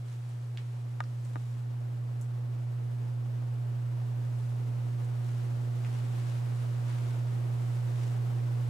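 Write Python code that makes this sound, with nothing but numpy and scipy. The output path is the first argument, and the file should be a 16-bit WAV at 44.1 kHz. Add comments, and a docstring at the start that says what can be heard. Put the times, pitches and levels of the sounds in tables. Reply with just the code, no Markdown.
"""An opened tape deck runs on a workbench under a hand-held camera. From the start its induction motor
hums at twice the mains rate and throbs with the wheels, over a rush of fan and rubber rims, hiss and thin
whines; all swell and settle. Near 1 s the camera's case is knocked in the hand; sparse ticks fall in the
first 6 s. From 2 to 4 s the camera is over the wheels, where the chassis shades the hiss. Cloth, faint
at first, rustles most from 6 s on."""
import sys
import numpy as np
from scipy import signal
from scipy.fft import rfft, irfft, next_fast_len
from scipy.io import wavfile

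SR = 44100
rng = np.random.default_rng(int(sys.argv[2]) if len(sys.argv) > 2 else 0)


def put_to_file(sound):
    """Save the sound as 16-bit audio at rate SR, in the file named by the first command-line argument."""
    columns = np.atleast_2d(sound).T  # one column per channel
    safe = np.clip(columns, -1, 1)
    whole_steps = np.round(safe * 32767)
    wavfile.write(sys.argv[1], SR, whole_steps.astype(np.int16))


N = 383229
TIME_S = np.arange(N) / SR
RING_TIME_S = np.arange(SR // 4) / SR


# Hum overtones. Each row: multiple of the hum, level in dB re the hum, left minus right in dB.
HUM_OVERTONES = [(2, -36.5, 11), (3, -38, 0), (6, -45, -8.5), (8, -49.5, -1), (12, -54, 2),
                 (24, -54.5, -15)]
# Swell as the camera moves. Each row: time in seconds, gain of harmonic 2 in dB, of harmonic 3 in dB.
HARMONIC_SWELL = [(0, -6.5, 1), (1.55, 3.5, -8), (2.25, -2, 2), (3.05, 6, 0), (4.1, 1, -1), (4.9, 2.5, 3.5),
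                  (6.2, 5.5, 6), (6.6, -5, 0), (7, 4, 3), (7.8, -17, 4), (8.4, 0, 2)]

def motor_hum(hum_hz=119.963, wheel_hz=5.9875, first_throb_s=0.017, pan_settle_s=3.2, waver=0.14):
    """The stator iron hums; the wheels load it once and twice a turn, shaking level and phase."""
    wheel_rad = 2 * np.pi * wheel_hz * (TIME_S - first_throb_s)
    hum_rad = 2 * np.pi * hum_hz * TIME_S + 0.065 * np.sin(2 * wheel_rad) - 0.069 * np.sin(wheel_rad)
    load = 1 + 0.053 * np.cos(2 * wheel_rad) + 0.017 * np.cos(wheel_rad)
    out = np.sin(hum_rad) * pan(-3.5 + 3 * np.exp(-TIME_S / pan_settle_s))  # drifts to the right
    times_s, second_db, third_db = np.transpose(HARMONIC_SWELL)
    swell_db = {2: np.interp(TIME_S, times_s, second_db), 3: np.interp(TIME_S, times_s, third_db)}
    for multiple, db, pan_db in HUM_OVERTONES:
        # overtones waver as the camera moves through their pattern in the room
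        tone = np.sin(multiple * hum_rad + waver * drift(0.39) + rng.uniform(0, 2 * np.pi))
        tone *= 1 + waver * drift(0.96)
        out += amp(db + swell_db.get(multiple, 0)) * pan(pan_db) * tone
    return np.sqrt(2) * amp(running_db(base_db=-28.5, swell_db=9, over_wheels_db=1)) * load * out


# Rush spectrum. Each row: frequency in Hz, relative density in dB.
RUSH_SPECTRUM = [(20, -12), (42, -18), (66, -5.5), (95, -2.5), (170, 0.5), (330, -1), (550, -3.5),
                 (900, -8), (1500, -14), (2300, -19.5), (5000, -27), (15000, -35.5)]

def fan_and_rims(flutter_db=0.7):
    """Fan draught and rolling rubber rims make a soft, low rush."""
    rush = stereo_noise(RUSH_SPECTRUM)
    return rush * amp(running_db(base_db=-44, swell_db=12, over_wheels_db=-0.33) + flutter_db * drift(29))


# Case modes. Each row: frequency in Hz, relative level in dB, free t60 in seconds,
# left minus right in dB, polarity of right against left.
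CASE_MODES = [(323, -4.5, 0.071, -2, 1), (593, -17, 0.024, 4, -1), (750, 3.5, 0.016, 4, -1),
              (945, -5, 0.021, 10, 1), (1230, -7.5, 0.042, 12, 1), (1454, -9, 0.034, -2, 1),
              (1620, -8, 0.026, -7, 1), (1830, -13, 0.029, -16, 1), (2210, -19, 0.02, -13, 1),
              (2830, -19.5, 0.013, -14, 1), (3600, -14.5, 0.013, 1, 1), (5050, -19, 0.0075, -6, 1),
              (6800, -19.5, 0.01, -3, 1)]

def case_ring(t60_share):
    """The camera's plastic case rings in decaying modes, cut short by the grip."""
    out = np.zeros((2, len(RING_TIME_S)))
    for hz, db, t60_s, pan_db, polarity in CASE_MODES:
        decay = amp(db - 60 * RING_TIME_S / (t60_s * t60_share))
        sides = pan(pan_db) * np.array([[1], [polarity]])
        out += sides * decay * np.sin(2 * np.pi * hz * RING_TIME_S)
    return out


# Blows on the case. Each row: start in seconds, gain in dB, low-pass in Hz, high-pass in Hz,
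# left minus right in dB, share of t60 left by the grip.
CASE_BLOWS = [(1.0048, -26.5, 7000, 645, 0, 1), (1.0395, -46, 9000, 1200, 0, 0.44),
              (1.3578, -33, 2200, 170, -1, 0.66), (1.366, -36, 600, 300, 5, 0.49)]

def case_knocks(room_db=-23):
    """Short blows ring the case; a resting finger makes them dry."""
    out = np.zeros((2, N))
    for start_s, db, lowpass_hz, highpass_hz, pan_db, t60_share in CASE_BLOWS:
        blow = signal.sosfilt(signal.butter(1, lowpass_hz, fs=SR, output="sos"), case_ring(t60_share))
        blow = signal.sosfilt(signal.butter(4, highpass_hz, "high", fs=SR, output="sos"), blow)
        add(out, start_s, amp(db) * pan(pan_db) * (blow + amp(room_db) * room(blow.mean(0))))
    return out


# Small ticks. Each row: start in seconds, gain in dB, centre in Hz, width in octaves.
TICK_EVENTS = [(.292, -60, 8900, .4), (0.5741, -36.5, 2400, 1.3), (1.0392, -51, 4970, 0.37),
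               (1.2505, -54, 7500, .5), (2.213, -49.5, 8450, 0.97), (2.218, -48.5, 7100, 0.37),
               (2.2252, -60, 7600, .3), (5.047, -54, 7500, .6), (5.8481, -41, 1870, 1.2)]

def ticks(t60_s=0.0089, scratch_gain=0.38):
    """Tiny snaps: a pulse and a brief scratch through one broad resonance, plus room scatter."""
    out = np.zeros((2, N))
    decay = amp(-60 * RING_TIME_S / t60_s)
    decay_rms = np.sqrt(np.mean(decay ** 2))
    for start_s, db, centre_hz, octaves in TICK_EVENTS:
        edges_hz = centre_hz * 2 ** (np.array([-0.5, 0.5]) * octaves)
        band = signal.butter(2, edges_hz, "band", fs=SR, output="sos")
        snap = unit_rms(signal.sosfilt(band, signal.unit_impulse(len(decay))))
        scratch = unit_rms(signal.sosfilt(band, rng.standard_normal(len(decay)) * decay))
        room_db = -0.5 - 0.5 * np.log2(centre_hz / 2500)  # the room returns less of a higher tick
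        tick = snap + scratch_gain * scratch + amp(room_db) * room(snap)
        add(out, start_s, amp(db) * decay_rms * tick)
    return out


# Cloth spectrum. Each row: frequency in Hz, relative density in dB.
CLOTH_SPECTRUM = [(300, -18), (900, 11.5), (1900, 7.5), (3200, 4.5), (5000, 0.5), (7200, -0.5),
                  (9000, -4.5), (12000, -11), (15700, -20)]
# Cloth strokes. Each row: middle in seconds, half-length in seconds, relative level in dB.
CLOTH_STROKES = [(0.122, 0.14, -61), (1.258, 0.042, -68), (1.38, 0.6, -64.5), (4.42, 0.51, -66),
                 (5.048, .04, -65), (5.27, 0.13, -65), (5.38, 0.24, -61.5), (5.862, 0.1, -56.5),
                 (5.97, 0.17, -56), (6.192, 0.16, -57.5), (6.283, 0.11, -55.5), (6.36, .12, -60),
                 (6.58, .16, -67), (6.925, 0.24, -54), (7.11, 0.24, -57), (7.625, 0.26, -64),
                 (7.97, 0.47, -59.5), (8.088, 0.14, -64)]

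def cloth_rustle(grain_db=2, grain_hz=120, plain_stroke_db=-57.5, trim_db=-1):
    """Fabric fibres catch and slip in grainy strokes; firmer strokes are duller."""
    fibres = stereo_noise(CLOTH_SPECTRUM) * amp(grain_db * drift(grain_hz))
    out = np.zeros((2, N))
    for middle_s, half_s, db in CLOTH_STROKES:
        span = np.flatnonzero(abs(TIME_S - middle_s) < half_s)
        octave = np.log2(np.clip(np.fft.rfftfreq(len(span), 1 / SR), 500, 8000))
        tilt_db_per_octave = 0.45 * (plain_stroke_db - db)
        tilt = unit_rms(amp(tilt_db_per_octave * octave))
        stroke = unit_rms(irfft(rfft(fibres[:, span]) * tilt, len(span)))
        envelope = np.cos(np.pi * (TIME_S[span] - middle_s) / half_s / 2) ** 4
        out[:, span] += amp(db + trim_db) * envelope * stroke
    return out


# Hiss spectrum. Each row: frequency in Hz, relative density in dB.
HISS_SPECTRUM = [(200, -7), (1200, 7.5), (3000, 3.5), (5000, -1), (7500, -2.5), (10500, -6.5),
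                 (13000, -12.5), (15700, -25.5)]

def hiss(flutter_db=1.05):
    """Treble hiss, strongest by the motor; the chassis plate shades it over the wheels."""
    noise = stereo_noise(HISS_SPECTRUM)
    return noise * amp(running_db(base_db=-57.5, swell_db=5, over_wheels_db=-9.5) + flutter_db * drift(10))


# Electronic whines. Each row: frequency in Hz, relative level in dB, rms waver as a share of amplitude.
WHINE_TONES = [(7853, -24, .4), (7882, -23.3, .4), (8638, -32, .3), (12252.4, -25, .2), (12353, -34, .15),
               (13257, -33.5, .15)]

def whines(waver_hz=7.1):
    """Thin electronic tones of steady pitch and wavering level."""
    tones = sum(amp(db) * np.sin(2 * np.pi * hz * TIME_S) * (1 + waver * drift(waver_hz))
                for hz, db, waver in WHINE_TONES)
    return np.sqrt(2) * amp(running_db(base_db=-59.8, swell_db=8.5, over_wheels_db=-1.5)) * tones


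# Camera path. Each row: time in seconds, position from 0 (over the motor) to 1 (over the wheels).
CAMERA_PATH = [(0, 0.047), (2.2, 0.88), (3.9, 1), (5.1, 0.54), (6.1, 0.055), (8.69, 0.41)]

def running_db(base_db, swell_db, over_wheels_db, settle_s=5.9):
    """Level of a running sound: swells towards base_db, offset by the camera's position."""
    position = np.interp(TIME_S, *np.transpose(CAMERA_PATH))
    return base_db - swell_db * np.exp(-TIME_S / settle_s) + over_wheels_db * position


# Likeness of the channels. Each row: frequency in Hz, correlation from -1 to 1.
NOISE_CORRELATION = [(30, 0.61), (70, 0.53), (150, -0.12), (280, -0.047), (550, -0.16), (1000, -0.034),
                     (2000, 0.094), (4000, 0.21), (8000, 0.53), (14000, 0.48)]
# Noise balance. Each row: frequency in Hz, left minus right in dB.
NOISE_PAN = [(60, 11), (250, -1), (550, 1.5), (1200, 1), (2500, 0.5), (14000, .5)]

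def stereo_noise(spectrum):
    """Coloured noise of rms 1 at two closely spaced microphones."""
    size = next_fast_len(N)
    hz = np.fft.rfftfreq(size, 1 / SR)
    left, independent = rfft(rng.standard_normal((2, size)))
    correlation = at_hz(NOISE_CORRELATION, hz)
    right = correlation * left + np.sqrt(1 - correlation ** 2) * independent
    colour = pan(at_hz(NOISE_PAN, hz)) * amp(at_hz(spectrum, hz))
    return unit_rms(irfft(np.array([left, right]) * colour, size)[:, :N])


def room(x, t60_s=0.13, gap_s=0.0028, build_s=0.0026):
    """Short stereo scatter off bench and walls, building up after a gap."""
    onset = np.clip((RING_TIME_S - gap_s) / build_s, 0, 1)
    tail = rng.standard_normal((2, len(onset))) * amp(-60 * RING_TIME_S / t60_s) * onset
    return signal.fftconvolve(x[None], tail / np.linalg.norm(tail[0]), axes=1)[:, :len(x)]


def drift(rate_hz):
    """Random motion of rms 1, mostly below rate_hz."""
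    hz = np.fft.rfftfreq(N, 1 / SR)
    return unit_rms(irfft(rfft(rng.standard_normal(N)) / (1 + (hz / rate_hz) ** 4), N))


def at_hz(table, hz):
    """Interpolates a table over log frequency."""
    table_hz, values = np.transpose(table)
    return np.interp(np.log(hz + 1), np.log(table_hz + 1), values)


def amp(db):
    """Decibels to gain."""
    return 10 ** (np.asarray(db) / 20)


def pan(pan_db):
    """Stereo gains for left minus right in dB."""
    return amp(np.array([[0.5], [-0.5]]) * pan_db)


def unit_rms(x):
    """Scales to rms 1."""
    return x / np.sqrt(np.mean(x ** 2) + 1e-20)


def add(mix, start_s, sound):
    """Mixes in a stereo sound at start_s."""
    part = mix[:, round(start_s * SR):][:, :sound.shape[1]]
    part += sound[:, :part.shape[1]]


def scene():
    """The running deck and the handling noises, in stereo."""
    return motor_hum() + fan_and_rims() + hiss() + cloth_rustle() + case_knocks() + ticks() + whines()


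def record(dry, cutoff_hz=15720):
    """Steep low-pass band limit."""
    low_pass = signal.firwin(1023, cutoff_hz, window=("kaiser", 9), fs=SR)
    return signal.oaconvolve(dry, low_pass[None], "same")


dry = scene()
out = record(dry)
put_to_file(out)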